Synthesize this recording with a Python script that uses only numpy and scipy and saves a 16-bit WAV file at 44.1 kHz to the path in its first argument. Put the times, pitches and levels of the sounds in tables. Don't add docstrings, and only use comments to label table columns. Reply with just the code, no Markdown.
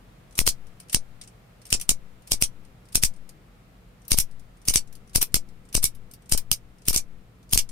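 import sys
import numpy as np
from scipy import signal
from scipy.fft import rfft, irfft, next_fast_len
from scipy.io import wavfile
from scipy.ndimage import uniform_filter1d, minimum_filter1d, map_coordinates

SR = 44100
rng = np.random.default_rng(int(sys.argv[2]) if len(sys.argv) > 2 else 0)


def generate_wav(signal):
    frames = np.transpose(np.atleast_2d(signal))
    scaled = np.clip(frames, -1, 1) * 32767
    pcm = np.round(scaled).astype(np.int16)
    wavfile.write(sys.argv[1], SR, pcm)


N = 340011


def amp(db):
    return 10 ** (np.asarray(db) / 20)


def unit(x):
    return x / np.sqrt(np.mean(x ** 2) + 1e-20)


def along(points, hz):
    f, v = np.transpose(points)
    return np.interp(np.log(hz + 1), np.log(f + 1), v)


def pan_db(left_minus_right):
    return left_minus_right * np.array([[.5], [-.5]])


def wobble(rate):
    return map_coordinates(rng.standard_normal(int(N * rate / SR) + 4), [np.arange(N) * rate / SR])


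def add(track, s, sound):
    part = track[:, max(0, round(s * SR)):][:, :sound.shape[-1]]
    part += sound[..., :part.shape[1]]


def noise(colour, size, alike, lead=0):
    hz = np.fft.rfftfreq(size, 1 / SR)
    a, b = rfft(rng.standard_normal((2, size)))
    turn = np.arccos(np.clip(alike, -1, 1)) / 2
    mid, side = np.cos(turn) * a, np.sin(turn) * b
    pair = np.array([mid + side, (mid - side) * np.exp(-2j * np.pi * hz * lead)])
    return unit(irfft(pair * amp(colour(hz)), size))


def ripple(depth_db, count):
    return np.transpose([np.geomspace(1000, 16000, num=count), depth_db * rng.standard_normal(count)])


# (frequency [Hz], density [dB])
RUMBLE_COLOUR = [(12, -30), (20, -9), (49, 5), (81, -9), (118, 0), (151, -5), (187, -6), (334, -14),
                 (500, -17), (650, -51), (1100, -120)]
# (frequency [Hz], density [dB])
AIR_COLOUR = [(240, -33.5), (400, -10), (666, -8), (979, -13.5), (1310, -12), (1490, -15.5), (2050, -16),
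              (3750, -22.5), (6340, -28.5), (8110, -28.5), (16000, -31.5)]
# (frequency [Hz], level [dB])
DRONE_TONES = [(41, -58), (115, -65), (183, -65.5), (493, -76)]


def car():
    t = np.arange(N) / SR
    size = next_fast_len(N)
    rumble = noise(lambda hz: along(RUMBLE_COLOUR, hz), size, alike=.87)[:, :N]
    rumble *= amp(-55 + .9 * wobble(1.1))
    air = noise(lambda hz: along(AIR_COLOUR, hz), size, alike=.043)[:, :N] * amp(-59.5 - .45 * t)
    drone = sum(np.sqrt(2) * amp(db + .54 * wobble(2.2)) * np.sin(2 * np.pi * hz * t + .47 * wobble(2.8))
                for hz, db in DRONE_TONES)
    return (rumble + air + drone) * amp(pan_db(.6))


# (frequency [Hz], left minus right [dB])
COIN_BALANCE = [(1100, 8), (2900, -7.5), (4300, 2.5), (6600, 3), (7600, -3.5), (8600, 8), (9900, 3),
                (13500, 5)]
# (frequency [Hz], t60 [s])
CABIN_DECAY = [(500, 0.17), (2500, 0.085), (6000, 0.081), (10000, 0.074), (15000, .075)]
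# (frequency [Hz], level [dB])
DISC_MODES = [(2219, -8), (2302, -6), (3974, -6), (4585, -5), (4947, -2), (5211, -1), (5619, 0), (5886, 0),
              (6231, -3), (8703, 0), (9152, 0), (11914, -6)]
RING_T60_S, KNOCK_T60_S = .085, .006
# (frequency [Hz], density [dB])
KNOCK_COLOUR = [(400, -28), (1000, -9.5), (1900, -6.5), (2700, 4.5), (4000, -11), (5500, -8.5),
                (12000, -6.5)]


def contact(colour, body_db, bright_db, crack_db, crack_t60, cabin_db, ring_db, knock_db, attack_s):
    size = 7168
    t = np.arange(size) / SR
    tilt = [(3000, body_db), (4800, 0), (8500, .00068), (12000, bright_db)]
    grip, spot = ripple(2.3, count=36), ripple(3, count=170)
    tone = lambda hz: along(colour, hz) + along(tilt, hz) + along(grip, hz) + along(spot, hz)
    sides = lambda hz: pan_db(along(COIN_BALANCE, hz))
    crack = noise(lambda hz: tone(hz) + sides(hz), size, alike=.14, lead=.00018)
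    crack *= amp(crack_db - 60 * t / crack_t60)
    knock_tone = lambda hz: along(KNOCK_COLOUR, hz) + along(grip, hz) + sides(hz)
    knock = noise(knock_tone, size, alike=.23, lead=.00018) * amp(knock_db - 60 * t / KNOCK_T60_S)
    wash = noise(lambda hz: tone(hz) + .2 * sides(hz), size, alike=.071)
    hz, s, bands = signal.stft(wash, SR, nperseg=128)
    bands *= amp(-60 * s / along(CABIN_DECAY, hz)[:, None])
    tail = signal.istft(bands, SR, nperseg=128)[1][:, :size]
    tail *= amp(cabin_db) * (1 - np.exp(-t / .005))
    mode_hz, mode_db = np.transpose(DISC_MODES)[:, :, None]
    pitch = mode_hz * (1 + .003 * rng.standard_normal(mode_hz.shape))
    phase = rng.uniform(0, 2 * np.pi, (2, len(DISC_MODES), 1))
    strength = amp(ring_db + mode_db + rng.normal(0, 4, mode_db.shape))
    ring = np.sum(strength * np.sin(2 * np.pi * pitch * t + phase), axis=1) * amp(-60 * t / RING_T60_S)
    return (knock + crack + tail + ring) * (1 - np.exp(-t / attack_s))


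def staggered(count):
    return (np.arange(count) + rng.random(count)) / count


NEW_PUSH_S = .3
CREEP_S, CREEP_END_DB, CREEP_RISE_DB = .12, -44, 14.5
SETTLE_S, SETTLE_DB, FAINT_BRIGHT_DB = .24, -53, -9.5


def faint_tick_cues():
    snap_times = np.array([row[0] for row in SNAP_CUES])
    pushes = snap_times[np.diff(snap_times, prepend=0) > NEW_PUSH_S]
    creep = [(s - CREEP_S * early, CREEP_END_DB - CREEP_RISE_DB * early)
             for s in pushes for early in staggered(count=3)]
    settle = [(s + SETTLE_S * rng.random(), SETTLE_DB) for s in snap_times]
    return [(s, db + rng.normal(0, .5), FAINT_BRIGHT_DB) for s, db in creep + settle]


# (frequency [Hz], density [dB])
LIGHT_COLOUR = [(300, -26.5), (1800, -17), (2400, -9.5), (4000, -9), (5300, -3.5), (6600, -6), (7800, -6),
                (8700, 1.5), (10500, -1), (13000, -5.5), (15300, -8.5)]
# (time [s], level [dB], brightness [dB])
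TICK_CUES = [(0.353, -37, -6.5), (0.8, -38.5, -5), (0.896, -34, -12.5), (1.213, -35, -14), (1.236, -44, -8),
             (1.275, -42, -14), (1.616, -49.5, -9), (1.653, -40.5, -6.5), (1.666, -41.5, -5),
             (1.703, -27.5, -4.5), (1.798, -32.5, -5.5), (1.812, -23, -2), (2.274, -39, -5),
             (2.926, -40.5, -2.5), (3.291, -41, -3), (4.08, -32.5, 7.5), (4.395, -49, -7),
             (4.652, -38.5, -1.5), (4.926, -44.5, 0.5), (4.952, -42.5, -1), (5.7268, -35.5, -5.5),
             (5.949, -46, -0.5), (6.112, -43, -2), (6.136, -39.5, 3.5), (6.294, -33, -1.5),
             (6.375, -13.5, 0), (6.853, -41, -8), (6.865, -37.5, -1), (6.9289, -20, 0.5),
             (7.5105, -36.5, 4), (7.69, -37.5, -14)]


def ticks():
    out = np.zeros((2, N))
    for s, db, bright_db in TICK_CUES + faint_tick_cues():
        tick = contact(LIGHT_COLOUR, body_db=0, bright_db=bright_db, crack_db=3, crack_t60=.026,
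                       cabin_db=-3, ring_db=-28, knock_db=-8.5, attack_s=.00099)
        add(out, s, amp(db) * tick)
    return out


RUB_SAMPLES = 1024


def rub(bright_db, swell_t60):
    t = np.arange(RUB_SAMPLES) / SR
    tilt = [(8500, .0096), (12000, bright_db)]
    hiss = noise(lambda hz: along(LIGHT_COLOUR, hz) + along(tilt, hz), RUB_SAMPLES, alike=.21)
    return hiss * amp(60 * (t - t[-1]) / swell_t60)


def scrape(bright_db):
    slide = contact(LIGHT_COLOUR, body_db=1, bright_db=bright_db, crack_db=2.5, crack_t60=.092,
                    cabin_db=1, ring_db=-22, knock_db=-7.5, attack_s=.0012)
    slips = unit(uniform_filter1d(rng.standard_normal(slide.shape[1]), size=40))
    return slide * amp(3.7 * slips)


# (frequency [Hz], density [dB])
SNAP_COLOUR = [(150, -25.5), (1000, -28.5), (1950, -22.5), (2300, -11.5), (3000, -10), (3700, -9),
               (4700, -3), (5700, 1), (6700, -2.5), (8000, -1), (9000, 3.5), (11200, -6.5), (13500, -6.5),
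               (15300, -17)]
# (time [s], level [dB], brightness [dB], knock [dB], thump [dB],
# slide length [s], slide level [dB])
SNAP_CUES = [(0.3899, -3.5, 2.5, 8.5, -14.5, .012, -24.5), (0.476, -0.5, -1, 8, -18.5, .012, -20),
             (0.946, -5, -13, 5, -19.5, 0.019, -27.5), (1.7273, 0, -9.5, 4.5, -20, .006, -24.5),
             (1.892, 0, 1, 4.5, -17.5, .002, -36), (2.319, -4, -2, -7, -20, 0.0078, -24.5),
             (2.4235, -0.5, -2, 2.5, -20, .011, -25), (2.9551, -4.5, 0.5, -7.5, -21.5, .008, -26.5),
             (3.0356, 0.5, 2, 2.5, -15.5, .011, -24), (4.1178, -1, 0, -1, -13.5, .012, -23.5),
             (4.1865, 1.5, 5, -3.5, -16.5, .014, -25), (4.6846, -1, -3, -9.5, -18, .008, -23),
             (4.7583, 0, -4.5, -4, -19.5, .021, -19.5), (5.1587, -4.5, 5, -10.5, -17.5, 0.0093, -23),
             (5.2269, -13, 14, -3.5, -39.5, 0.014, -19), (5.3429, 0, 0, 0, -17.5, .002, -46.5),
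             (5.7519, -1, -4, 2, -13.5, 0.0079, -24.5), (5.8412, 0.5, 6, -10, -21, 0.013, -23.5),
             (6.3226, -2, -1, -2, -13, 0.0075, -24), (6.5152, -2.5, 7.5, -1.5, -28.5, 0.0016, -36),
             (6.8839, -1, 7, -5, -16, 0.0074, -24.5), (6.9621, 0, 2, -7, -19.5, 0.021, -23),
             (7.5336, 0, 9.5, -1, -14, .009, -22.5), (7.576, 0, -1, -4, -21, 0.0051, -31)]
TYPICAL_SLIDE_DB, WINDOW_ECHO_S, WINDOW_ECHO_DB = -22, .0135, -24


def snaps():
    out, rub_s = np.zeros((2, N)), RUB_SAMPLES / SR
    for s, db, bright_db, knock_db, _, slide_s, slide_db in SNAP_CUES:
        slide_start = s - slide_s
        slide_bright_db = .1 * (slide_db - TYPICAL_SLIDE_DB)
        add(out, slide_start - rub_s, amp(slide_db - 10.5) * rub(slide_bright_db, swell_t60=.025))
        add(out, slide_start, amp(slide_db) * scrape(slide_bright_db))
        add(out, s - rub_s, amp(slide_db + 1) * rub(bright_db, swell_t60=.015))
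        snap = contact(SNAP_COLOUR, body_db=-1, bright_db=bright_db, crack_db=4.5, crack_t60=.015,
                       cabin_db=-7.5, ring_db=-29.5, knock_db=knock_db, attack_s=.0001)
        add(out, s, amp(db + pan_db(-1.5)) * snap)
        add(out, s + WINDOW_ECHO_S, amp(db + WINDOW_ECHO_DB) * snap[::-1])
    return out


def jolts():
    out, t = np.zeros((2, N)), np.arange(2048) / SR
    dull = [(50, -2), (180, -3.5), (400, -9), (1200, -16), (3000, -45.5)]  # (frequency [Hz], density [dB])
    kicks = [(s, db + .5 * knock_db - 12.5) for s, db, _, knock_db, *_ in SNAP_CUES]
    kicks += [(s - slide_s, slide_db - 13) for s, *_, slide_s, slide_db in SNAP_CUES]
    for s, db in kicks:
        kick = noise(lambda hz: along(dull, hz), len(t), alike=.27) * amp(-60 * t / .018)
        add(out, s, amp([[db], [db - 4]]) * kick)
    return out


TYPICAL_THUMP_DB, STUCK_S, STUCK_DOUBLES_DB = -18, .024, 29.5
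RIGHT_THUMP_DB, RIGHT_STUCK_RATIO = -10.5, .83


def overload():
    out, t = np.zeros((2, N)), np.arange(SR // 3) / SR
    rests = np.diff([row[0] for row in SNAP_CUES], prepend=0)
    for (s, _, _, _, thump_db, *_), rest in zip(SNAP_CUES, rests):
        left_stuck_s = STUCK_S * 2 ** ((thump_db - TYPICAL_THUMP_DB) / STUCK_DOUBLES_DB)
        stuck_s = left_stuck_s * np.array([[1], [RIGHT_STUCK_RATIO]])
        free_s = np.maximum(t - stuck_s, 0)
        release_s, pop_size = (.0003, .5) if rest > .11 else (.006, .03)
        held = (1 - np.exp(-t / .00061)) * np.clip((stuck_s - t) / release_s, 0, 1)
        sag = -held * (5 * np.exp(-t / .0034) + np.sin(2.72 * np.minimum(t / stuck_s, 1)))
        pop = pop_size * np.exp(-free_s / .0014) * np.clip(free_s / .000085, 0, 1)
        recovery = free_s / .036
        swing = 2.7 * recovery * (1 - recovery / 2.52) * np.exp(-recovery)
        add(out, s, amp([[thump_db], [thump_db + RIGHT_THUMP_DB]]) * (sag + pop + swing))
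    return out


def scene():
    return snaps() + ticks() + overload() + jolts() + car()


def limiter(x, ceiling, release_db_per_s, hold_samples=330):
    over_db = 20 * np.log10(np.maximum(np.abs(x).max(axis=0) / ceiling, 1))
    held = np.roll(-minimum_filter1d(-over_db, hold_samples), hold_samples // 2 - hold_samples // 20)
    ramp = release_db_per_s * np.arange(N) / SR
    cut_db = np.maximum.accumulate(held + ramp) - ramp
    return x * amp(-uniform_filter1d(cut_db, hold_samples // 10))


# (frequency [Hz], gain [dB])
MIC_EQ = [(12, -1.5), (30, -3), (55, 0), (150, 2), (400, 0.5)]
HIGH_CUT_HZ = 15500


def record(dry):
    limited = limiter(dry, ceiling=1.094, release_db_per_s=1703.5)
    rounded = limited / (1 + np.abs(limited / .95) ** 6) ** (1 / 6)
    size = next_fast_len(N + SR // 2)
    hz = np.fft.rfftfreq(size, 1 / SR)
    response = amp(along(MIC_EQ, hz)) / np.sqrt(1 + (hz / HIGH_CUT_HZ) ** 120)
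    return irfft(rfft(rounded, size) * response, size)[:, :N]


dry = scene()
out = record(dry)
generate_wav(out)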